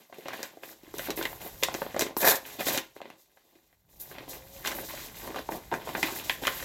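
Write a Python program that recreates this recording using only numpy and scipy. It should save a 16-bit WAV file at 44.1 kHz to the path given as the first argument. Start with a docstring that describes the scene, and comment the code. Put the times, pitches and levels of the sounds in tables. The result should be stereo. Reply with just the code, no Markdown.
"""Ripping open a padded mailer

A small room, a stereo microphone close to the hands. A padded paper mailer is handled and rummaged in:
its stiff panels buckle in snaps, the hands bend it and slide over it in short strokes, and the flap
tears off in one quick pull. Behind the paper, a chair squeaks faintly as the sitter leans aside,
and the moving body makes a soft rumble."""
import sys
import numpy as np
from scipy import signal
from scipy.fft import rfft, irfft
from scipy.io import wavfile
from scipy.ndimage import uniform_filter1d

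SR = 44100
rng = np.random.default_rng(int(sys.argv[2]) if len(sys.argv) > 2 else 0)


def log_audio(samples):
    """Write samples as a 16-bit WAV file to the path given in sys.argv[1]."""
    # one column per channel
    frames = np.atleast_2d(samples).T
    # limit to full scale, then quantise
    limited = np.clip(frames, -1, 1)
    pcm = np.round(limited * 32767).astype(np.int16)
    wavfile.write(sys.argv[1], SR, pcm)


N = 292824
TIME = np.arange(N) / SR


def from_db(db):
    return 10 ** (np.asarray(db) / 20)


def rms_one(x):
    return x / np.sqrt(np.mean(x ** 2) + 1e-20)


def energy_one(x):
    return rms_one(x) / np.sqrt(x.shape[-1])


def decay(t, t60):
    return from_db(-60 * t / t60)


def in_time(rows):
    """Each column of a curve, sample by sample."""
    times, *columns = np.transpose(rows)
    return [np.interp(TIME, times, column) for column in columns]


def during(rows):
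    """One while a curve lasts, with soft edges."""
    return uniform_filter1d(1. * ((TIME > rows[0][0]) & (TIME < rows[-1][0])), size=200)


def drift(per_s):
    """A random wander of rms 1."""
    knots = rng.standard_normal(4000)
    return rms_one(np.interp(TIME * per_s, np.arange(len(knots)), knots))


def convolve(x, response):
    return signal.fftconvolve(np.atleast_2d(x), np.atleast_2d(response), axes=-1)[:, :x.shape[-1]]


def butter(x, order, hz, kind):
    return signal.sosfilt(signal.butter(order, hz, kind, fs=SR, output="sos"), x)


def response_of(spectrum, size=4096):
    """Minimum-phase impulse response with the given spectrum."""
    hz, db = np.transpose(spectrum)
    grid = np.maximum(np.arange(size // 2 + 1) * SR / size, 1)
    gain = from_db(np.interp(np.log(grid), np.log(hz), db))
    cepstrum = irfft(np.log(gain))
    cepstrum[1:size // 2] *= 2
    cepstrum[size // 2 + 1:] = 0
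    return irfft(np.exp(rfft(cepstrum)))[:size // 2]


def two_ports(common, apart, split_hz=1100):
    """Long waves reach both microphone ports nearly alike, short ones differ."""
    side = butter(apart, 2, split_hz, "high") + 0.13 * apart
    return common + side * np.array([[1], [-1]])


def coloured(pair, spectrum):
    """Stereo excitation through a spectrum; rms 1."""
    return rms_one(convolve(two_ports(*pair), response_of(spectrum)))


def impulses(per_s, spread_db, clumps_per_s):
    """Random impulses of uneven size, in clumps."""
    born = rng.random(N) < per_s * from_db(4 * drift(clumps_per_s)) / SR
    return born * from_db(spread_db * np.minimum(rng.exponential(1, N), 3))


def crackle(spectrum, per_s, spread_db, smooth):
    """Tiny slips over smooth friction."""
    slips = rms_one(impulses(per_s, spread_db, clumps_per_s=60))
    signs = rng.choice([-1, 1], (2, N))
    friction = rng.standard_normal((2, N))
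    return coloured(slips * signs + smooth * friction, spectrum)


# Panel, crease and fibre, heard close up: (frequency [Hz], relative level [dB])
PANEL_SPECTRUM = [(25, -31.5), (70, -17), (130, -8), (220, -4), (320, 2), (400, -2), (520, -0.5),
                  (850, -3.5), (1150, -5.5), (2000, -42.5)]
CREASE_SPECTRUM = [(450, -25.5), (750, -7.5), (1000, 0.5), (2000, -4), (3700, -2), (4800, -5.5),
                   (8000, -30.5)]
FIBRE_SPECTRUM = [(2500, -40.5), (3800, 6), (4800, 4), (9000, 2.5), (13000, 1), (16000, -4.5)]
# Snaps right at the microphone: (time [s], decay scale [s], panel pitch [Hz], pop level before trim [dB],
# crease pitch [Hz], crack level [dB], tick level [dB])
SNAPS = [(0.0977, 0.038, 664, -56, 1480, -66.5, -76), (0.1256, 0.041, 710, -48, 1130, -47.5, -66),
         (0.1843, 0.037, 460, -43, 2120, -57, -55), (.257, 0.041, 530, -42, 1710, -42, -59),
         (0.2837, .031, 706, -40.5, 1020, -33, -43.5), (0.3328, 0.085, 647, -43.5, 1750, -34.5, -49),
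         (.392, 0.075, 507, -45, 1660, -43, -64), (0.43, 0.052, 490, -44, 1780, -38, -33),
         (0.5714, .023, 645, -47, 1270, -57, -69), (0.6339, 0.028, 590, -47, 2380, -39, -69),
         (0.8337, .021, 327, -51, 2500, -68, -61), (0.8778, .029, 350, -50, 2130, -70, -77),
         (.9405, 0.013, 417, -40, 1280, -44.5, -56), (.9837, .02, 526, -48, 2660, -38.5, -34),
         (.994, 0.019, 580, -39.5, 1990, -33.5, -50), (1.0956, 0.0043, 400, -34, 1100, -42, -62),
         (1.1048, 0.035, 368, -42, 2200, -33.5, -31.5), (1.175, 0.024, 450, -38, 2030, -39, -46),
         (1.191, 0.022, 350, -34.5, 1240, -44, -52), (1.212, 0.02, 473, -35, 1530, -32.5, -56),
         (1.227, .013, 567, -46, 2710, -35, -38), (1.2537, 0.027, 850, -35, 1950, -27.5, -38.5),
         (1.3286, .025, 770, -47, 1250, -42.5, -61), (1.626, 0.085, 528, -31, 2470, -28.5, -43),
         (1.6346, 0.014, 520, -50, 2900, -22, -20.5), (1.6847, 0.035, 725, -36.5, 1180, -32, -56),
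         (1.742, .01, 740, -41, 2460, -38.5, -36), (1.7485, 0.013, 342, -35, 1660, -34.5, -41.5),
         (1.818, 0.029, 540, -33.5, 1130, -30.5, -60), (1.8645, 0.014, 563, -39.5, 1220, -41, -62),
         (1.9442, 0.021, 537, -37, 970, -37.5, -60), (1.9644, 0.026, 590, -29.5, 1380, -32, -46),
         (1.994, 0.034, 650, -35, 1620, -34, -24.5), (2.009, 0.056, 650, -35, 2320, -27.5, -27),
         (2.0208, 0.014, 454, -28.5, 1620, -29.5, -30), (2.0654, 0.038, 395, -40, 1970, -38.5, -47),
         (2.1067, .016, 506, -46, 1370, -59, -72), (2.167, 0.0082, 400, -33, 1050, -29.5, -36),
         (2.607, 0.052, 626, -35.5, 1740, -33, -40), (2.6679, .05, 490, -32, 2460, -31, -38),
         (2.6846, .022, 676, -33, 1930, -32, -32), (2.7471, .024, 580, -33.5, 2240, -36, -41),
         (2.776, 0.043, 297, -35.5, 3020, -30, -27), (2.9645, 0.01, 547, -47, 1500, -52.5, -65),
         (3.0036, 0.018, 760, -48.5, 950, -48.5, -73), (3.0161, 0.015, 640, -43.5, 2470, -44, -58),
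         (3.055, 0.014, 503, -47.5, 1640, -48, -79), (3.102, 0.012, 796, -48.5, 1850, -46.5, -55),
         (3.3717, .038, 776, -61.5, 1656, -60, -76), (3.5539, .052, 338, -61, 2450, -65, -69.5),
         (3.728, 0.029, 590, -70, 1900, -66.5, -77.5), (4.113, 0.054, 437, -50, 1500, -45, -62),
         (4.184, 0.034, 635, -50, 2170, -40.5, -55.5), (4.6586, .06, 645, -45, 2790, -32.5, -42),
         (4.674, 0.036, 780, -42.5, 2190, -30.5, -29.5), (4.7168, 0.06, 810, -60, 1570, -32, -45),
         (4.7848, 0.2, 340, -41.5, 1534, -40, -55), (4.9375, 0.033, 630, -42.5, 990, -55, -59),
         (5.275, 0.028, 435, -51, 1070, -38.5, -49), (5.302, 0.058, 464, -42.5, 1180, -48, -62),
         (5.3444, 0.06, 557, -43, 1050, -37.5, -62), (5.3603, 0.071, 705, -41, 1170, -33.5, -44),
         (5.3912, 0.017, 576, -39.5, 1210, -42, -46), (5.4889, 0.04, 890, -31.5, 1010, -35, -53),
         (5.521, 0.015, 355, -43, 1230, -38.5, -66), (5.7148, 0.062, 700, -52, 950, -35, -58),
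         (5.7248, 0.04, 930, -29.5, 990, -30.5, -52), (5.7399, 0.013, 750, -42, 1410, -29, -43),
         (5.8726, 0.058, 646, -40, 1080, -35.5, -64), (5.8908, 0.016, 400, -46, 1100, -35, -50),
         (5.95, 0.034, 900, -35.5, 1430, -28, -62), (6.0289, 0.051, 330, -38, 1960, -22, -30.5),
         (6.037, 0.08, 284, -35, 1010, -40, -41), (6.122, 0.034, 348, -41, 1110, -57, -55),
         (6.0845, 0.064, 870, -40, 1120, -34, -43), (6.2964, 0.017, 790, -43, 2030, -20, -33.5),
         (6.436, 0.035, 555, -44, 1870, -35.5, -59), (6.4512, 0.044, 370, -60, 1800, -30, -60.5),
         (6.47, 0.019, 597, -33.5, 2040, -22, -28), (6.4772, 0.034, 905, -40, 1410, -23, -45),
         (6.626, 0.05, 526, -44, 1790, -38, -43)]


def snaps(pop_trim_db=-0.5, puff_hz=106.7, puff_t60_s=0.057, puff_db=-18):
    """Paper buckles: a panel pops and shakes the air inside, the crease cracks, fibres tick."""
    out = np.zeros((2, N + SR))
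    panel, crease, fibre = map(response_of, (PANEL_SPECTRUM, CREASE_SPECTRUM, FIBRE_SPECTRUM))
    t = TIME[:2600]
    for s, ring_s, panel_hz, pop_db, crease_hz, crack_db, tick_db in SNAPS:
        pop = buckle(t, panel_hz, 0.0078 + 0.5 * ring_s, panel, scatter=0.71, damping=0.86)
        crack = buckle(t, crease_hz, 0.34 * ring_s, crease, scatter=1.8, damping=1.0)
        tick = fibre_tick(t, 0.47 * ring_s, fibre)
        puff = from_db(pop_db + puff_db) * decay(t, puff_t60_s) * np.sin(2 * np.pi * puff_hz * t)
        paper = from_db(pop_db + pop_trim_db) * pop + from_db(crack_db) * crack + from_db(tick_db) * tick
        paper *= np.sqrt(SR / 100)   # unit energy becomes rms 1 over 10 ms
        start = round(s * SR)
        out[:, start:start + len(t)] += paper + puff
    return out[:, :N]


def buckle(t, hz, t60, body, scatter, damping):
    """One fold flips: a damped swing, then a scatter of smaller flexes around the same pitch."""
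    tone = np.sin(2 * np.pi * hz * t)
    swing = convolve(tone * decay(t, t60), body)
    kicks = two_ports(*rng.standard_normal((2, len(t)))) * decay(t, 2 * t60)
    flexes = convolve(kicks, tone * np.exp(-np.pi * damping * hz * t))
    return energy_one(energy_one(swing) + scatter * energy_one(convolve(flexes, body)))


def fibre_tick(t, t60, body):
    """A bundle of fibres lets go in one impulse, and a few more follow."""
    followers = energy_one(rng.standard_normal((2, len(t))) * decay(t, t60))
    return energy_one(convolve((t == 0) + 0.99 * followers, body))


# Shaken panels and breaking fibres: (frequency [Hz], relative level [dB])
RASP_SPECTRUM = [(25, -41.5), (80, -17.5), (180, -12), (300, -5.5), (520, 2), (700, -0.5), (870, 1),
                 (1200, -0.5), (1520, -3), (1720, 2.5), (2000, -9.5), (2500, -9), (2900, -24.5),
                 (5000, -29)]
RIP_SPECTRUM = [(1800, -26), (3000, -8.5), (3800, -3.5), (6000, -5.5), (10000, -2.5), (13000, 3.5),
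                (16000, -8.5)]
# The flap comes off, close up: (time [s], rasp level [dB], rip level [dB])
TEAR = [(2.19, -50, -44), (2.202, -49, -43.5), (2.206, -37, -23.5), (2.228, -26, -28.5), (2.248, -21, -24),
        (2.272, -19, -17.5), (2.298, -23.5, -20.5), (2.32, -26, -22.5), (2.362, -35.5, -31.5),
        (2.4, -55, -67)]


def tearing(ragged_db=2.8):
    """Glue and fibres give way in a fast run of slips that shake the whole mailer."""
    rasp_db, rip_db = in_time(TEAR)
    shaken = from_db(rasp_db) * crackle(RASP_SPECTRUM, per_s=700, spread_db=0.68, smooth=0.26)
    broken = from_db(rip_db) * crackle(RIP_SPECTRUM, per_s=1500, spread_db=3.4, smooth=0.52)
    catches = from_db(ragged_db * drift(170))   # the seam holds and gives by turns
    return (shaken + broken * catches) * during(TEAR)


# The held mailer rustles faintly between strokes: (time [s], level before trim [dB])
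GRIP = [(0, -63.5), (.09, -72), (.25, -61), (.58, -68), (.8, -67), (1.05, -60), (1.55, -57.5),
        (2.02, -58.5), (2.14, -72), (2.4, -58), (2.9, -71), (3.3, -74.5), (3.55, -72.5), (3.85, -81.5),
        (4.1, -65), (4.9, -55), (5.68, -61), (6.64, -52)]


def hand_gains(strokes, trims_db, grip_trims_db, attack_s, sag_db_per_s, release_db_per_s):
    """Strokes swell, slacken and die away over the rustle of the grip; one gain per level column."""
    power = from_db(np.add.outer(grip_trims_db, in_time(GRIP)[0])) ** 2
    for s, length, *levels in strokes:
        t = np.maximum(TIME - s, 0)
        fall_db = sag_db_per_s * t + release_db_per_s * np.clip(t - length, 0, 1)
        shape = np.minimum(t / attack_s, 1) * from_db(-fall_db)
        power += np.outer(from_db(np.add(levels, trims_db)), shape) ** 2
    return np.sqrt(power)


# Hands bend the mailer, levels before trim: (time [s], length [s], flutter [dB], crinkle [dB])
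BENDS = [(0, 0.015, -69, -56), (.125, 0.16, -56.5, -55.5), (.26, 0.19, -49.5, -45.5),
         (.44, 0.11, -59.5, -61), (.62, .11, -54.5, -56.5), (.83, 0.16, -71, -61), (.94, 0.071, -47, -48.5),
         (1.03, 0.053, -48, -41), (1.08, 0.031, -36, -46.5), (1.17, 0.081, -44.5, -41.5),
         (1.28, 0.077, -50, -72), (1.4, 0.069, -45.5, -49.5), (1.62, 0.03, -50, -40),
         (1.68, 0.23, -45.5, -48), (1.955, 0.088, -40, -42.5), (2.04, 0.067, -45, -53),
         (2.44, 0.24, -51.5, -49), (2.585, 0.021, -35.5, -33), (2.655, 0.12, -39, -32.5),
         (2.95, 0.028, -56, -59), (3.015, 0.12, -56.5, -58.5), (3.37, 0.26, -74.5, -73),
         (3.88, 0.12, -67, -74), (3.995, 0.11, -59.5, -61), (4.1, 0.14, -50, -51), (4.27, .11, -47.5, -50),
         (4.55, 0.1, -56, -53.5), (4.64, 0.046, -42.5, -34), (4.7, 0.14, -44, -46),
         (4.88, 0.17, -54.5, -43.5), (5.14, 0.13, -54.5, -51), (5.23, 0.094, -42, -50.5),
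         (5.355, 0.031, -40.5, -38.5), (5.51, 0.051, -38, -49), (5.715, 0.036, -34.5, -49),
         (5.79, 0.12, -50, -49), (5.87, 0.084, -40.5, -49), (5.95, 0.031, -37, -43.5),
         (6.02, 0.048, -43, -33.5), (6.09, 0.23, -47, -43.5), (6.415, 0.047, -44.5, -42),
         (6.46, 0.018, -31, -36), (6.5, 0.092, -53, -41)]


def bending():
    """Bent paper: a few panel flexes and more small creases."""
    flutter, crinkle = hand_gains(BENDS, trims_db=(-2, -1.12), grip_trims_db=(-1.5, 0.5),
                                  attack_s=0.0089, sag_db_per_s=7, release_db_per_s=350)
    panels = flutter * crackle(PANEL_SPECTRUM, per_s=160, spread_db=0.63, smooth=0.87)
    return panels + crinkle * crumple()


def crumple(ring_cycles=8.8, pitches=12):
    """Small creases flip at random, each ringing briefly at its own pitch, over the sheet's friction."""
    flips = impulses(per_s=200, spread_db=3.5, clumps_per_s=40) * rng.choice([-1, 1], (2, N))
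    pitch_index = rng.integers(0, pitches, N)
    rings = 0
    for k, hz in enumerate(np.geomspace(700, 2600, pitches)):
        radius, angle = decay(1 / SR, ring_cycles / hz), 2 * np.pi * hz / SR
        poles = [1, -2 * radius * np.cos(angle), radius ** 2]
        rings += hz * signal.lfilter([0, np.sin(angle)], poles, flips * (pitch_index == k) + 1e-18)
    friction = coloured(rng.standard_normal((2, N)), CREASE_SPECTRUM)
    return rms_one(coloured(rings, CREASE_SPECTRUM) + friction)


# Coarse scratch and fine hiss: (frequency [Hz], relative level [dB])
SCRATCH_SPECTRUM = [(2500, -24.5), (3800, -4.5), (4700, -4.5), (9000, -3.5), (11000, -9.5), (14000, -31)]
HISS_SPECTRUM = [(5000, -27), (8000, -10), (10000, -2.5), (13000, 2.5), (16000, -2.5)]
# Paper slides on paper or skin, levels before trim: (time [s], length [s], scratch [dB], hiss [dB])
SLIDES = [(0, 0.0088, -76, -70), (.13, 0.072, -65, -59), (.32, 0.14, -55, -50), (.44, 0.048, -57, -64),
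          (.62, 0.093, -53.5, -47), (.93, 0.056, -53, -45), (.98, 0.085, -46.5, -40.5),
          (1.155, 0.032, -45, -35), (1.21, .11, -51.5, -42.5), (1.4, 0.075, -51.5, -41),
          (1.57, .06, -57, -45.5), (1.62, 0.045, -40.5, -52), (1.72, 0.1, -50, -44), (1.84, 0.18, -73, -66),
          (1.992, 0.018, -30.5, -32.5), (2.166, 0.006, -45, -23.5), (2.18, .025, -43, -39),
          (2.45, 0.097, -49, -45.5), (2.585, 0.08, -44, -38), (2.65, 0.046, -32.5, -25.5),
          (2.71, 0.06, -36.5, -36), (2.94, 0.03, -61, -60), (3.17, 0.053, -62.5, -64.5),
          (3.885, 0.12, -66, -57.5), (3.993, 0.021, -48.5, -35.5), (4.05, 0.064, -57.5, -48.5),
          (4.28, 0.028, -43.5, -39), (4.32, 0.041, -50.5, -46.5), (4.52, .1, -57.5, -50),
          (4.635, 0.084, -42.5, -38.5), (4.73, 0.082, -48, -39.5), (4.83, .24, -46.5, -43.5),
          (5.145, 0.13, -49, -44), (5.3, 0.084, -53, -52), (5.5, .06, -48.5, -42),
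          (5.725, 0.024, -46.5, -47), (5.84, 0.23, -51, -48.5), (5.96, 0.17, -42, -40.5),
          (6.14, 0.05, -41, -37.5), (6.23, 0.1, -44.5, -44), (6.41, 0.28, -44, -40)]


def sliding():
    """Sliding paper: dense friction of coarse and fine fibres."""
    scratch, hiss = hand_gains(SLIDES, trims_db=(0, 1), grip_trims_db=(2, 6),
                               attack_s=0.014, sag_db_per_s=5.5, release_db_per_s=331)
    coarse = scratch * crackle(SCRATCH_SPECTRUM, per_s=1700, spread_db=1.1, smooth=0.76)
    fine = hiss * crackle(HISS_SPECTRUM, per_s=2500, spread_db=7, smooth=0.71)
    return coarse + fine


# The chair, faint behind the paper: (time [s], pitch [Hz], level [dB])
SQUEAK = [(4.2, 562, -73), (4.25, 548, -69), (4.32, 513, -60), (4.38, 517, -61), (4.44, 522, -58),
          (4.48, 549, -70), (4.56, 547, -54.5), (4.63, 536, -68)]


def chair_squeak():
    """The chair gives a thin, unsteady tone under the leaning sitter."""
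    hz, db = in_time(SQUEAK)
    phase = 2 * np.pi * np.cumsum(hz * (1 + 0.0034 * drift(70))) / SR
    return from_db(db + 2 * drift(40)) * np.sqrt(2) * np.sin(phase) * during(SQUEAK)


# Body and clothes: (frequency [Hz], relative level [dB])
RUMBLE_SPECTRUM = [(15, -20), (30, -4.5), (52, 5), (80, -2), (125, 0.5), (200, -5.5), (400, -46.5)]
# The sitter shifts near the microphone: (time [s], level [dB])
MOVING = [(0, -96), (.8, -78), (.95, -56.5), (1.7, -57.5), (2.1, -66), (2.45, -70), (2.7, -61),
          (3.05, -85.5), (3.45, -85), (3.6, -81.5), (3.85, -73.5), (4, -62), (4.7, -57), (6.05, -57.5),
          (6.64, -54.5)]


def body_rumble():
    """Moving body and clothes make a soft, low noise."""
    return from_db(in_time(MOVING)[0]) * coloured(rng.standard_normal((2, N)), RUMBLE_SPECTRUM)


# The quiet background at the microphone: (frequency [Hz], relative level [dB])
FLOOR_SPECTRUM = [(20, -1), (55, 3.5), (120, -16), (320, 9), (1000, -15), (4000, -24.5), (16000, 5.5)]


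def noise_floor(level_db=-74.5):
    """A steady low murmur with a thin hiss on top."""
    return from_db(level_db) * coloured(rng.standard_normal((2, N)), FLOOR_SPECTRUM)


# The small room and the desk ring: (frequency [Hz], t60 [s], level [dB])
ROOM_MODES = [(240, 0.17, -6.5), (325.7, 0.27, -1), (429, 0.3, -12), (490, .25, -9), (533, 0.33, -3.5),
              (683, 0.073, -7.5), (834, 0.086, -2), (1674, 0.13, -7.5)]


def room(x, early_t60_s=0.072, early_db=-4.5, tail_t60_s=0.26, tail_db=-9.5, treble_t60_s=0.1):
    """Desk and chest reflect, a short tail dies first in the treble, and a few modes ring on."""
    t = TIME[:SR // 2]
    early, tail = (two_ports(*rng.standard_normal((2, len(t)))) for _ in range(2))
    early = energy_one(early * (t > .0015) * decay(t, early_t60_s))
    low = butter(tail, 1, 3000, "low")
    tail = low * decay(t, tail_t60_s) + (tail - low) * decay(t, treble_t60_s)
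    tail = energy_one(tail * (t > .005))
    reflections = from_db(early_db) * early + from_db(tail_db) * tail
    response = butter(reflections, 1, 550, "high")   # the bass is left to the modes
    for hz, t60, db in ROOM_MODES:
        gain = from_db(db) * 2 * np.log(1000) / (t60 * SR)
        response += gain * np.cos(2 * np.pi * hz * t) * decay(t, t60)
    return x + convolve(x, response)


# Where the hands work in front of the microphone: (time [s], left minus right [dB])
HAND_BALANCE = [(0, -2.5), (.8, -1), (1.25, -0.5), (1.8, -1), (2.3, 0), (2.75, -1.5), (3.1, -1.5),
                (4.3, -0.5), (5.2, -2), (5.7, -3), (6.3, -1)]


def scene(right_lag_s=0.00015):
    """The mailer moves between the ports; the right one hears it a little later."""
    pan = from_db(in_time(HAND_BALANCE)[0] / 2 * np.array([[1], [-1]]))
    left, right = room((snaps() + bending() + sliding() + tearing()) * pan)
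    paper = np.array([left, np.interp(TIME - right_lag_s, TIME, right)])
    return paper + body_rumble() + noise_floor() + chair_squeak()


# What the two microphone ports pass: (frequency [Hz], left gain [dB], right gain [dB])
PORTS = [(400, 2.5, 2), (810, 2.5, 2), (1232, -6, -3.5), (1900, 1, 4), (2500, -1, 0), (3550, 2.5, 1),
         (4500, -1, -3), (5760, 3, -1), (7810, 3.5, -6), (8400, -6.5, -7.5), (10800, -1.5, -6),
         (12960, 4.5, -3), (14400, 1.5, -3), (16000, -2, -12.5)]


def record(dry, overload=0.8, cutoff_hz=16000):
    """Each port adds its colour; the sharpest peaks are rounded and the top is cut."""
    ports = np.array([response_of(np.array(PORTS)[:, [0, side]]) for side in (1, 2)])
    heard = overload * np.tanh(convolve(dry, ports) / overload)
    return signal.sosfilt(signal.ellip(12, .1, 80, cutoff_hz, fs=SR, output="sos"), heard)


dry = scene()
out = record(dry)
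log_audio(out)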